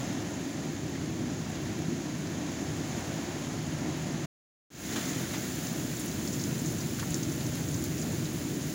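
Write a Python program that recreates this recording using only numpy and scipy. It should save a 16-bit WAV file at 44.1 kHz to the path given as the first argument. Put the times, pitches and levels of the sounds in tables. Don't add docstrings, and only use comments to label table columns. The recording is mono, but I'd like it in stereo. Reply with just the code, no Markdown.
import sys
import numpy as np
from scipy import signal
from scipy.fft import rfft, irfft, next_fast_len
from scipy.io import wavfile
from scipy.ndimage import uniform_filter1d, map_coordinates

SR = 44100
rng = np.random.default_rng(int(sys.argv[2]) if len(sys.argv) > 2 else 0)


def output_pcm(signal):
    pcm = np.clip(np.atleast_2d(signal).T, -1, 1) * 32767
    wavfile.write(sys.argv[1], SR, np.round(pcm).astype(np.int16))


N = 385434

MOVE_S = 4.5
SPRAY_DB = (-54, -45)


def amp(db):
    return 10 ** (np.asarray(db) / 20)


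def unit(x):
    return x / np.sqrt(np.mean(x ** 2) + 1e-20)


def along(points, hz):
    f, v = np.transpose(points)
    return np.interp(np.log(hz + 1), np.log(f + 1), v)


def curves(rows):
    s, *cols = np.transpose(rows)
    return [np.interp(np.arange(N) / SR, s, c) for c in cols]


def wobble(rate):
    coarse = np.arange(0, N + 64, 64)
    knots = rng.standard_normal(int(N * rate / SR) + 4)
    smooth = map_coordinates(knots, [coarse * rate / SR])
    return np.interp(np.arange(N), coarse, smooth)


def filtered(x, response):
    n = x.shape[-1]
    m = next_fast_len(n + SR // 8)
    hz = np.fft.rfftfreq(m, 1 / SR)
    return irfft(rfft(x, m) * response(hz), m)[..., :n]


def add(out, s, sound):
    part = out[:, round(s * SR):][:, :sound.shape[1]]
    part += sound[:, :part.shape[1]]


def near(back, close):
    return np.where(np.arange(N) / SR < MOVE_S, back, close)


def noise():
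    return rng.standard_normal((2, N))


def spread(pair, spectrum):
    # (frequency [Hz], correlation [-1 to 1])
    alike = [(25, 0.74), (70, 0.99), (150, 0.97), (250, 0.89), (330, 0.89), (400, .45), (480, -0.078),
             (650, 0.2), (850, -0.27), (1500, 0.015), (4000, -0.036)]

    def mid_side_gains(hz):
        turn = np.arccos(np.clip(along(alike, hz), -1, 1)) / 2
        return amp(along(spectrum, hz)) * np.array([np.cos(turn), np.sin(turn)])

    mid, side = filtered(pair, mid_side_gains)
    return unit(np.array([mid + side, mid - side]))


def patter(rate, size_db, t60, far_db):
    sizes = amp(size_db * np.minimum(rng.standard_normal(N), 2.5))
    hits = (rng.random(N) < rate / SR) * sizes
    power = signal.lfilter([1], [1, -amp(-120 / (t60 * SR))], hits ** 2)
    return noise() * np.sqrt(power / power.mean() + amp(far_db) ** 2)


def walls(x, wall_db=-17, count=8):
    out = x.copy()
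    for port in (0, 1):
        lags_s = rng.uniform(.002, .022, count)
        signs = rng.choice([-1, 1], count)
        for lag, sign in zip(lags_s, signs):
            out[port] += sign * amp(wall_db) * np.roll(x[port], round(lag * SR))
    return unit(out)


def storm(hum_hz=153):
    # (time [s], level [dB])
    strength = [(0, -42), (0.35, -47), (1.7, -41.5), (2.1, -47.5), (2.75, -42.5), (4.2, -44.0), (4.95, -44),
                (5.7, -44), (6.8, -40), (8.1, -40.5), (8.7, -42)]
    # (time [s], level [dB])
    hum_level = [(0, -65), (3.3, -47), (3.55, -42.5), (4.24, -42), (4.9, -55), (8.7, -49)]
    # (frequency [Hz], relative level per Hz [dB])
    rumble_colour = [(15, -24.5), (32, -28.5), (50, -13.5), (70, -6.5), (90, 0), (112, 0.5), (130, 2),
                     (150, -9.5), (185, -13.5), (400, -59)]
    boom_colour = [(90, -41), (125, -9.5), (140, -2.5), (156, 0.5), (172, -5), (195, -14.5), (300, -44.5)]
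    roar_colour = [(110, -43), (170, -4), (200, -2.5), (235, -1.5), (275, -1), (335, -2.5), (385, -9),
                   (460, -15), (650, -24), (1500, -74.5)]

    strength_db, = curves(np.vstack(strength))
    swell_db = strength_db - strength_db.mean()

    rumble_db = strength_db - 1 + .5 * wobble(6)
    rumble = amp(rumble_db) * spread(noise(), rumble_colour)

    boom_db = -42.5 + .55 * swell_db + 0.54 * wobble(4)
    boom = amp(boom_db) * spread(noise(), boom_colour)

    roar_db = -38 + 0.11 * swell_db + 0.7 * wobble(8.3)
    impacts = patter(rate=380, size_db=1, t60=0.015, far_db=7.0)
    roar = amp(roar_db) * spread(impacts, roar_colour)

    phase = 2 * np.pi * np.cumsum(hum_hz + 1.2 * wobble(9)) / SR
    hum_db = curves(hum_level)[0] + 1.5 * wobble(6.3)
    hum = amp(hum_db) * unit(np.sin(phase))
    return rumble + boom + roar + hum


def drop(db, hz, octaves, t60, rise=0.00047, spatter_db=1.0, length=6000):
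    t = np.arange(length) / SR
    bins_hz = np.fft.rfftfreq(length, 1 / SR)
    band = np.exp(-.5 * (np.log2((bins_hz + 1) / hz) / octaves) ** 2)
    burst = unit(irfft(rfft(rng.standard_normal((2, length))) * band, length))
    droplets = unit(uniform_filter1d(rng.standard_normal(length), size=90)) * np.minimum(t / 0.0049, 1)
    decay_db = db - 60 * t / t60 + spatter_db * droplets
    return burst * amp(decay_db) * (1 - np.exp(-t / rise))


def splats():
    # (time [s], level [dB], pitch [Hz], width [octaves], time to fall 60 dB [s])
    slaps = [(0.952, -35, 1895, .31, 0.029), (4.924, -43, 3000, 1.1, .23), (4.96, -35, 1250, 1.8, 0.31),
             (5.336, -36, 1300, 1.4, 0.2), (6.987, -34, 1500, 0.22, 0.067), (6.995, -36, 3400, 1.2, .11),
             (7.027, -33.5, 1220, 0.48, 0.049)]
    out = np.zeros((2, N))
    for s, db, hz, octaves, t60 in slaps:
        add(out, s, drop(db, hz, octaves, t60))
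    return out


def drops(count=260, over_spray_db=.5, size_db=2.5, pitch_hz=7400, pitch_octaves=0.44, width_octaves=.33):
    # (time [s], level [dB], pitch [Hz], time to fall 60 dB [s])
    loud_drops = [(5.292, -39, 9000, .035), (5.996, -36, 8950, 0.063), (6.059, -34, 12000, .03),
                  (6.079, -40, 6000, .06), (6.274, -38, 5500, 0.055), (6.328, -38, 5900, 0.11),
                  (6.395, -38, 5200, .068), (6.413, -38, 5960, 0.042), (6.438, -32, 5630, 0.02),
                  (6.658, -41, 6600, 0.2), (6.806, -37.5, 5130, 0.066), (7.105, -32.5, 7700, 0.021),
                  (7.143, -20, 6400, 0.0083), (7.231, -37, 5600, .05), (7.463, -40, 6000, .045),
                  (7.553, -35, 10500, .03), (7.742, -40, 6000, .054), (7.839, -32, 6200, .011),
                  (7.841, -23.5, 15500, 0.01), (8.014, -40, 6700, 0.05), (8.347, -42, 11000, .03)]
    out = np.zeros((2, N))
    for s, db, hz, t60 in loud_drops:
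        body = drop(db, hz, width_octaves, t60)
        snap = drop(db - 12, hz=11000, octaves=.8, t60=.008)
        scatter = drop(db - 17.5, hz=5800, octaves=0.65, t60=0.11)
        add(out, s, body + snap + scatter)

    spray_db = near(*SPRAY_DB)
    starts = rng.integers(0, N, count)
    variations = np.clip(rng.standard_normal((count, 2)), -2, 2)
    for start, (size, pitch) in zip(starts, variations):
        db = spray_db[start] + over_spray_db + size_db * size
        hz = pitch_hz * 2 ** (pitch_octaves * pitch)
        add(out, start / SR, drop(db, hz, width_octaves, t60=0.05, length=2400))
    return out


def rain(wash_follows=.75, splash_follows=0.59, spray_follows=1.05, fizz_follows=1.5):
    # (time [s], level [dB])
    rainfall = [
        [(0, -43.5), (0.8, -47), (1.7, -46.5), (2.4, -45), (3.0, -42.5), (3.5, -44.0), (4.2, -44.5)],
        [(4.95, -42), (5.7, -42.5), (6.4, -43), (7.6, -43.5), (8.7, -44)],
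    ]
    # (frequency [Hz], relative level per Hz [dB])
    wash_colour = [(250, -44.5), (420, -5.5), (520, -1), (620, -2), (760, 0), (880, -5), (1000, -5.5),
                   (1220, -11.5), (1500, -15.5), (1820, -13.5), (2500, -18), (8000, -59)]
    near_wash_colour = [(250, -40), (400, -2), (470, 2.5), (560, -0.5), (730, -1), (850, -3.5), (1000, -6),
                        (1250, -9), (1600, -12.5), (2500, -21), (8000, -59)]
    splash_colour = [(500, -26.5), (1000, -6), (1300, -3.5), (1750, 0), (2050, -1.5), (2500, -4),
                     (3400, -5.5), (4500, -7), (6500, -7), (8000, -14), (11000, -23), (16000, -39.5)]
    spray_colour = [(700, -46.5), (1400, -3), (2500, -0.5), (4000, -1), (5500, 0), (7500, 1), (10500, 0),
                    (13000, -5), (16000, -8.5)]
    fizz_colour = [(6000, -40), (11000, -13.5), (13500, -0.5), (16000, -3)]

    swells_db = [curves(rows)[0] - np.mean(rows, axis=0)[1] for rows in rainfall]
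    swell_db = near(*swells_db)
    since = np.arange(N) / SR - 5.15
    surge_db = near(0, 4.5 * np.exp(-np.maximum(since, 0) / 0.43))
    gust = wobble(8)

    far = patter(rate=500, size_db=2.0, t60=0.024, far_db=3.5)
    far = near(spread(far, wash_colour), spread(far, near_wash_colour))
    wash_db = near(-45.5, -47.5) + wash_follows * swell_db + 0.24 * surge_db + 0.72 * gust
    wash = amp(wash_db) * walls(far, wall_db=-20)

    splashes = spread(patter(rate=590, size_db=6.0, t60=0.014, far_db=8.5), splash_colour)
    splash_db = near(-46, -47.5) + splash_follows * swell_db + surge_db + 0.28 * gust
    splash = amp(splash_db) * walls(splashes, wall_db=-20.0)

    flurry = wobble(19)
    spray_db = near(*SPRAY_DB) + spray_follows * swell_db + .35 * flurry
    spray = amp(spray_db) * spread(patter(rate=800, size_db=5.0, t60=0.005, far_db=7.5), spray_colour)

    fizz_db = near(-63.5, -48) + fizz_follows * swell_db + .8 * flurry
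    fizz = amp(fizz_db) * spread(patter(rate=720, size_db=2.5, t60=.005, far_db=3.5), fizz_colour)
    return wash + splash + spray + fizz


def scene():
    return storm() + splats() + drops() + rain()


def dropout(cut_s=4.252, cut_length_s=.008, resume_s=4.703, resume_gain=0.062):
    t = np.arange(N) / SR
    cut = np.clip(1 - (t - cut_s) / cut_length_s, 0, 1)
    rising = np.clip(resume_gain + (t - resume_s) / 0.25, 0, 1)
    return cut + (t > resume_s) * rising


def record(dry, top_hz=15850):
    # (frequency [Hz], gain [dB])
    left_port = [(170, 1), (310, 3.5), (600, 1), (1800, 4), (3700, 4), (5600, 5.5), (6650, 12.5),
                 (7300, 11.5), (8000, -1), (10100, -6.5), (11200, -16.5), (14000, -4.5), (14800, 6),
                 (15700, 6.5)]
    right_port = [(170, 1.5), (330, 0), (600, 3.5), (1700, 1), (2500, 0), (3900, 3), (5300, -0.5),
                  (6400, -1.5), (8000, -6), (9300, 1), (10700, 5.5), (12500, -1.5), (13900, -4.5),
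                  (14800, 6.5)]
    coloured = filtered(dry, lambda hz: amp([along(left_port, hz), along(right_port, hz)]))
    return filtered(coloured * dropout(), lambda hz: 1 / np.sqrt(1 + (hz / top_hz) ** 400))


dry = scene()
out = record(dry)
output_pcm(out)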